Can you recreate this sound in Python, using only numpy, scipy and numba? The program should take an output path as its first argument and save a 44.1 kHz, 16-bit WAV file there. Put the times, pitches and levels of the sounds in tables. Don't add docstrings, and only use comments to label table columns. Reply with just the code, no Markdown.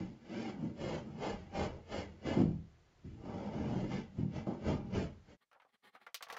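import sys
import numpy as np
from scipy import signal
from scipy.fft import rfft, irfft
from scipy.io import wavfile
from scipy.ndimage import uniform_filter1d
from numba import njit

SR = 44100
rng = np.random.default_rng(int(sys.argv[2]) if len(sys.argv) > 2 else 0)


def generate_wav(sig):
    pcm = np.round(np.clip(np.atleast_2d(sig).T, -1, 1) * 32767).astype(np.int16)
    wavfile.write(sys.argv[1], SR, pcm)


N = 281358
TIME = np.arange(N) / SR
FREQ = np.arange(2 ** 14 + 1) * SR / 2 ** 15


def undb(db):
    return 10 ** (np.asarray(db) / 20)


def unit(x):
    return x / np.sqrt(np.mean(x ** 2))


def band(x, hz, kind, order=4):
    return signal.sosfilt(signal.butter(order, hz, kind, fs=SR, output="sos"), x)


def steep_low_pass(x, top_hz, ripple_db):
    return signal.sosfilt(signal.ellip(10, ripple_db, 70, top_hz, fs=SR, output="sos"), x)


def colour(x, points, peaks=()):
    hz, db = np.transpose(points)
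    db = np.interp(np.log(FREQ + 1), np.log(hz), db)
    for centre, width, height in peaks:
        db = db + height / (1 + (2 * (FREQ - centre) / width) ** 2)
    size = len(FREQ) - 1
    cepstrum = irfft(np.log(undb(db)))[:size]
    cepstrum[1:] *= 2
    response = irfft(np.exp(rfft(cepstrum, 2 * size)))[:size]
    return signal.fftconvolve(x, response)[:len(x)]


def fade(t, t60):
    return np.exp(-np.log(1000) * t / t60)


def room(x, t60, wet_db):
    t = TIME[:SR // 4]
    tail = rng.standard_normal(len(t)) * fade(t, t60)
    tail = tail / np.linalg.norm(tail)
    return x + undb(wet_db) * signal.fftconvolve(x, tail)[:len(x)]


def add(out, s, sound):
    i = max(int(s * SR), 0)
    out[i:i + len(sound)] += sound[:max(N - i, 0)]


def slips(rate, scatter_db):
    happens = rng.random(N) < rate / SR
    direction = np.sign(rng.standard_normal(N))
    strength = undb(scatter_db * np.clip(rng.standard_normal(N), -2, 2))
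    return happens * direction * strength


def wander(rate):
    k = int(SR / rate)
    steps = np.repeat(rng.standard_normal(N // k + 1), k)
    smooth = uniform_filter1d(uniform_filter1d(steps, k), k)
    return unit(smooth[:N])


def travel(x, t60, wet_db, rate, drift_s):
    shares = [np.exp(wander(rate)) for _ in range(3)]
    paths = sum(share * room(x, t60, wet_db) for share in shares)
    mixed = paths / np.sqrt(sum(share ** 2 for share in shares))
    return np.interp(TIME - drift_s * wander(rate), TIME, mixed)


def bounce(x, lag_s, sway, gain):
    lag = lag_s * (1 + sway * wander(rate=4))
    return x + gain * np.interp(TIME - lag, TIME, x)


def steady(x, window_s):
    power = uniform_filter1d(x ** 2, int(window_s * SR))
    return x / np.sqrt(power + 1e-12 * np.mean(x ** 2))


@njit
def resonance(x, hz, damping):
    y, b, low = np.empty(len(x)), 0., 0.
    for i in range(len(x)):
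        g = np.tan(np.pi * hz[i] / SR)
        v = (b + g * (x[i] - low)) / (1 + g * (g + damping))
        b, low, y[i] = 2 * v - b, low + 2 * g * v, damping * v
    return y


# fibre rasp level/dB, plank chatter level/dB, hull rumble level/dB, panel boom level/dB;
# rumble centre f/Hz, change of force along the hold level/dB
STROKES = [ (0, 0.093, 0.16, -67, -60.5, -47, -56, 221, -18),
           (0.34, 0.17, 0.16, -53, -48, -42, -65.5, 242, 0.5),
           (0.624, 0.24, 0.071, -66.5, -53.5, -41.5, -62, 196, -2),
           (.815, 0.087, .15, -51.5, -42, -43, -52, 202, 1.5),
           (1.063, 0.19, .16, -70.5, -60, -47.5, -63.5, 203, -1),
           (1.234, 0.091, 0.077, -49, -39, -45, -56.5, 198, -1.5),
           (1.325, .1, 0.16, -65.5, -64.5, -52.5, -52.5, 170, -10.5),
           (1.558, 0.052, 0.089, -47.5, -38, -40.5, -44, 159, 1.5),
           (1.73, 0.092, 0.057, -71, -55, -55.5, -53.5, 159, -0.5),
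           (1.927, 0.075, 0.088, -49, -42.5, -47, -48, 183, -1.5),
           (2.094, .079, 0.061, -75, -69, -56.5, -57.5, 179, -1.5),
           (2.268, 0.058, 0.077, -47.5, -39.5, -40.5, -47, 206, -1.5),
           (2.391, 0.15, 0.033, -54.5, -42.5, -38, -44.5, 200, -2),
           (2.488, .083, .06, -74, -68.5, -45, -43.5, 152, -5),
           (3.057, 0.035, 0.17, -74.5, -78, -54, -53, 160, -6),
           (3.269, 0.14, 0.22, -62, -47.5, -44, -56, 184, 2.5),
           (3.538, 0.11, 0.31, -58, -45.5, -38.5, -49.5, 179, 1),
           (3.923, 0.099, 0.072, -51.5, -46.5, -39, -52, 205, -3.5),
           (4.194, 0.12, 0.034, -65, -57.5, -42.5, -51, 172, -1.5),
           (4.363, 0.1, .04, -55.5, -49, -42, -49.5, 160, -2.5),
           (4.47, 0.024, 0.087, -64.5, -47, -43.5, -61, 237, -4),
           (4.679, 0.11, 0.055, -50, -38.5, -35, -40, 177, -3),
           (4.8, .085, 0.13, -74.5, -60, -46, -57, 174, -0.5),
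           (4.954, 0.064, 0.08, -50, -40.5, -36.5, -41.5, 168, -5.5),
           (5.295, 0.06, 0.038, -67.5, -61.5, -59.5, -67.5, 171, -1), ]
BITE_DB, ARCH_DB = 28.5, 0.86
SKIM_DB, SKIM_FALL_DB_PER_S = -17, 151.5


def force(levels_db, fall_db_per_s):
    power = np.zeros(N)
    for (start, attack, hold, *_, lean_db), db in zip(STROKES, levels_db):
        near = slice(max(int((start - .25) * SR), 0), int((start + hold + .5) * SR))
        t = TIME[near] - start
        before, after = np.maximum(-t, 0), np.maximum(t - hold, 0)
        along = np.clip(2 * t / hold - 1, -1, 1)
        hold_db = lean_db * along / 2 - ARCH_DB * along ** 2
        cut_db = hold_db - BITE_DB * before / attack - fall_db_per_s * after
        skim_db = SKIM_DB - SKIM_FALL_DB_PER_S * (before + after)
        power[near] += undb(db + cut_db) ** 2 + undb(db + skim_db) ** 2
    return np.sqrt(power)


# f/Hz, level/dB (per Hz)
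WOOD = [(18, -28), (33, -9), (55, -9.5), (95, -2), (135, -2.5), (220, -3.5), (400, -13.5), (600, -14.5),
        (780, -16), (1050, -27), (1380, -20.5), (2250, -24.5), (3050, -24), (3650, -33.5), (5000, -32),
        (7000, -36)]
# f/Hz, width f/Hz, level/dB over the smooth colour
PLANKS = [(33.7, 20, 7), (82.7, 9, 8), (136.4, 5.7, 3.5), (327.4, 50, 5), (446, 25, 2), (580, 11, 2.5),
          (672, 14, 4), (2860, 200, 3)]
RASP_FALL_DB_PER_S, CHATTER_FALL_DB_PER_S, RUMBLE_FALL_DB_PER_S, BOOM_FALL_DB_PER_S = 205, 201.5, 170, 96
HISS_HZ, HISS_DB, HISS_FALL_DB_PER_S = 3780, .5, 260


def scraper():
    start, _, hold, rasp_db, chatter_db, rumble_db, boom_db, centre_hz, _ = np.transpose(STROKES)
    catches = unit(slips(rate=1000, scatter_db=2.5))
    fibres = unit(slips(rate=3000, scatter_db=4.0))

    hull = colour(travel(catches, t60=0.36, wet_db=2.5, rate=6, drift_s=.003), WOOD, PLANKS)
    boom = steady(band(hull, 108, "low"), window_s=0.12)
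    boom = boom * force(boom_db - 1.4, BOOM_FALL_DB_PER_S)

    groan = bounce(hull, lag_s=0.0112, sway=0.31, gain=0.5)
    groan = band(groan, [100, 420], "band", order=3)
    groan = resonance(groan, np.interp(TIME, start + hold / 2, centre_hz), 0.45)
    rumble = steady(groan, window_s=0.082) * force(rumble_db, RUMBLE_FALL_DB_PER_S)

    plank = colour(travel(catches, t60=0.15, wet_db=3.5, rate=8, drift_s=0.00201), WOOD, PLANKS)
    plank = bounce(plank, lag_s=0.006966, sway=.22, gain=0.32)
    plank = steady(band(plank, [340, 1100], "band", order=3), window_s=0.029)
    chatter = plank * force(chatter_db, CHATTER_FALL_DB_PER_S)

    edge = colour(travel(catches + fibres, t60=0.1, wet_db=5.5, rate=9, drift_s=.002), WOOD, PLANKS)
    edge = bounce(edge, lag_s=0.0027, sway=.25, gain=0.33)
    edge = steady(band(edge, 1030, "high", order=3), window_s=0.048)
    rasp = band(edge, HISS_HZ, "low", order=3) * force(rasp_db + 0.25, RASP_FALL_DB_PER_S)
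    hiss = band(edge, HISS_HZ, "high", order=3) * force(rasp_db + HISS_DB, HISS_FALL_DB_PER_S)
    return boom + rumble + chatter + rasp + hiss


# f/Hz (each blow detunes it a little), relative level/dB, 60 dB decay t/s
HULL = [(75.4, -19, 0.41), (119.2, -4.5, .46), (151.2, -15, 0.11), (160.6, -1, 0.41), (197.9, 2, .35),
        (253.6, 0, .33), (299, -2, 0.34), (354, -1.5, 0.31), (457, -21, 0.17), (550, -17.5, 0.21),
        (665, -14, 0.24)]
# t/s, peak level/dB, hardness as upper corner f/Hz
BUMPS = [(0.01, -49.5, 350), (0.624, -32, 302), (2.37, -19.5, 393), (2.4, -18.5, 416), (2.449, -22.5, 165),
         (3.042, -41.5, 296), (3.755, -31, 253), (4.183, -27, 234), (4.23, -28, 257), (4.470, -29, 780),
         (4.695, -27.5, 353)]


def bumps():
    out, t = np.zeros(N), TIME[:SR // 2]
    for s, db, hard_hz in BUMPS:
        ring = np.zeros(len(t))
        for hz, mode_db, t60 in HULL:
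            detune = 1 + 0.016 * rng.standard_normal()
            sign = rng.choice([-1, 1])
            ring += sign * undb(mode_db) * np.sin(2 * np.pi * hz * detune * t) * fade(t, t60)
        noise = rng.standard_normal(len(t))
        thud = unit(band(noise, [120, 900], "band", order=3)) * fade(t, 0.37)
        blow = band(ring + undb(-2.5) * thud, [70, hard_hz], "band", order=2)
        add(out, s, blow * undb(db) / np.abs(blow).max())
    return out


# (per Hz, relative)
AIR = [(18, -44), (30, -14.5), (81, -11.5), (169, -19), (218, -28), (345, -20), (499, -25.5), (2000, -32.5),
       (7400, -42.5), (9620, -77), (16300, -120)]


def still_air():
    return unit(colour(rng.standard_normal(N), AIR)) * undb(-69)


SHOP_END_S, SHOP_TOP_HZ = 5.372, 7350


def shop():
    sound = scraper() + bumps() + still_air()
    sound = steep_low_pass(sound, SHOP_TOP_HZ, ripple_db=.3)
    return sound * np.clip((SHOP_END_S - TIME) / 0.025, 0, 1)


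def faint_hiss():
    return unit(band(rng.standard_normal(N), 4600, "low", order=1)) * undb(-93.5)


# f/Hz (times the pitch of a click), width f/Hz, level/dB over the smooth colour
TRINKET = [(490, 45, 5), (711, 60, 7), (1160, 90, 8), (1400, 80, 5), (2040, 140, 4)]
# (per Hz, relative)
RUB_COLOUR = [(71, -79), (120, -16), (478, -7.5), (1060, -11.5), (2030, -7.5), (2750, -15.5), (3370, -12),
              (6330, -30.5), (15500, -33.5)]
# middle t/s, half length t/s, level/dB in the middle
RUBS = [(5.427, 0.016, -73.5), (5.696, 0.015, -79.5), (5.746, 0.016, -70.5), (5.849, 0.015, -63.5),
        (5.879, 0.022, -63.5), (5.954, 0.019, -65), (6.029, 0.024, -68)]


def rubs():
    friction = room(slips(rate=3000, scatter_db=4.0), t60=0.096, wet_db=6.5)
    grain = unit(colour(friction, RUB_COLOUR, TRINKET))
    swells = sum(undb(db) * np.exp(-((TIME - s) / half) ** 2) for s, half, db in RUBS)
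    return grain * swells


# (per Hz, relative)
CLICK_COLOUR = [(100, -26.5), (300, -21), (380, -21.5), (500, -8.5), (1200, -6), (2000, -8), (3300, -4.5),
                (6000, -8), (15000, -46.5)]
# t/s, level/dB (of twice the body's rms in the first 10 ms),
# snap level/dB relative to the body, ring pitch as a factor
CLICKS = [(5.514, -61.5, -15.5, 0.95), (5.529, -59.5, -13.5, 1.14), (5.547, -61.5, -31, 0.78),
          (5.562, -61.5, -28, 0.69), (5.599, -58, -21, 1.36), (5.618, -61, -17, 1.1),
          (5.649, -61.5, -25, 0.56), (5.95, -49, -22, 1.076), (6.014, -59, -20, 1.18),
          (6.065, -44.5, -18, 0.99), (6.1438, -49.5, 12.5, 0.98), (6.2073, -47, -21, 1.07),
          (6.225, -45, 1.5, 0.98), (6.267, -50.5, -26, 0.96), (6.285, -51.5, -9, 0.65),
          (6.3, -39.5, -11.5, 0.98), (6.325, -44, -4, 0.68), (6.345, -45, -23, 0.89),
          (6.366, -39.5, -13, 0.94)]
SPARKLE_DB, SPARKLE_PER_SNAP = -8.5, 1.18


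def clicks():
    out, t = np.zeros(N), TIME[:SR // 4]
    for s, db, snap_db, pitch in CLICKS:
        burst = rng.standard_normal(len(t))
        burst[0] += 1.2
        ring = colour(burst * fade(t, 0.098), CLICK_COLOUR, np.array(TRINKET) * [pitch, 1, 1])
        body = unit(band(ring, 2000 * pitch, "low"))
        snap = unit(band(band(ring, 1960, "high"), 6200, "low", order=3))
        sparkle = unit(band(burst * fade(t, 0.068), [7500, 15000], "band", order=2))
        sparkle_db = SPARKLE_DB + SPARKLE_PER_SNAP * snap_db
        click = body + undb(snap_db) * snap + undb(sparkle_db) * sparkle
        onset = 2 * body[:SR // 100].std()
        add(out, s, click * undb(db) / onset)
    return out


def scene():
    return (shop() + faint_hiss() + rubs() + clicks())[None]


TOP_HZ = 15800


def record(dry):
    return steep_low_pass(dry, TOP_HZ, ripple_db=.2)


dry = scene()
out = record(dry)
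generate_wav(out)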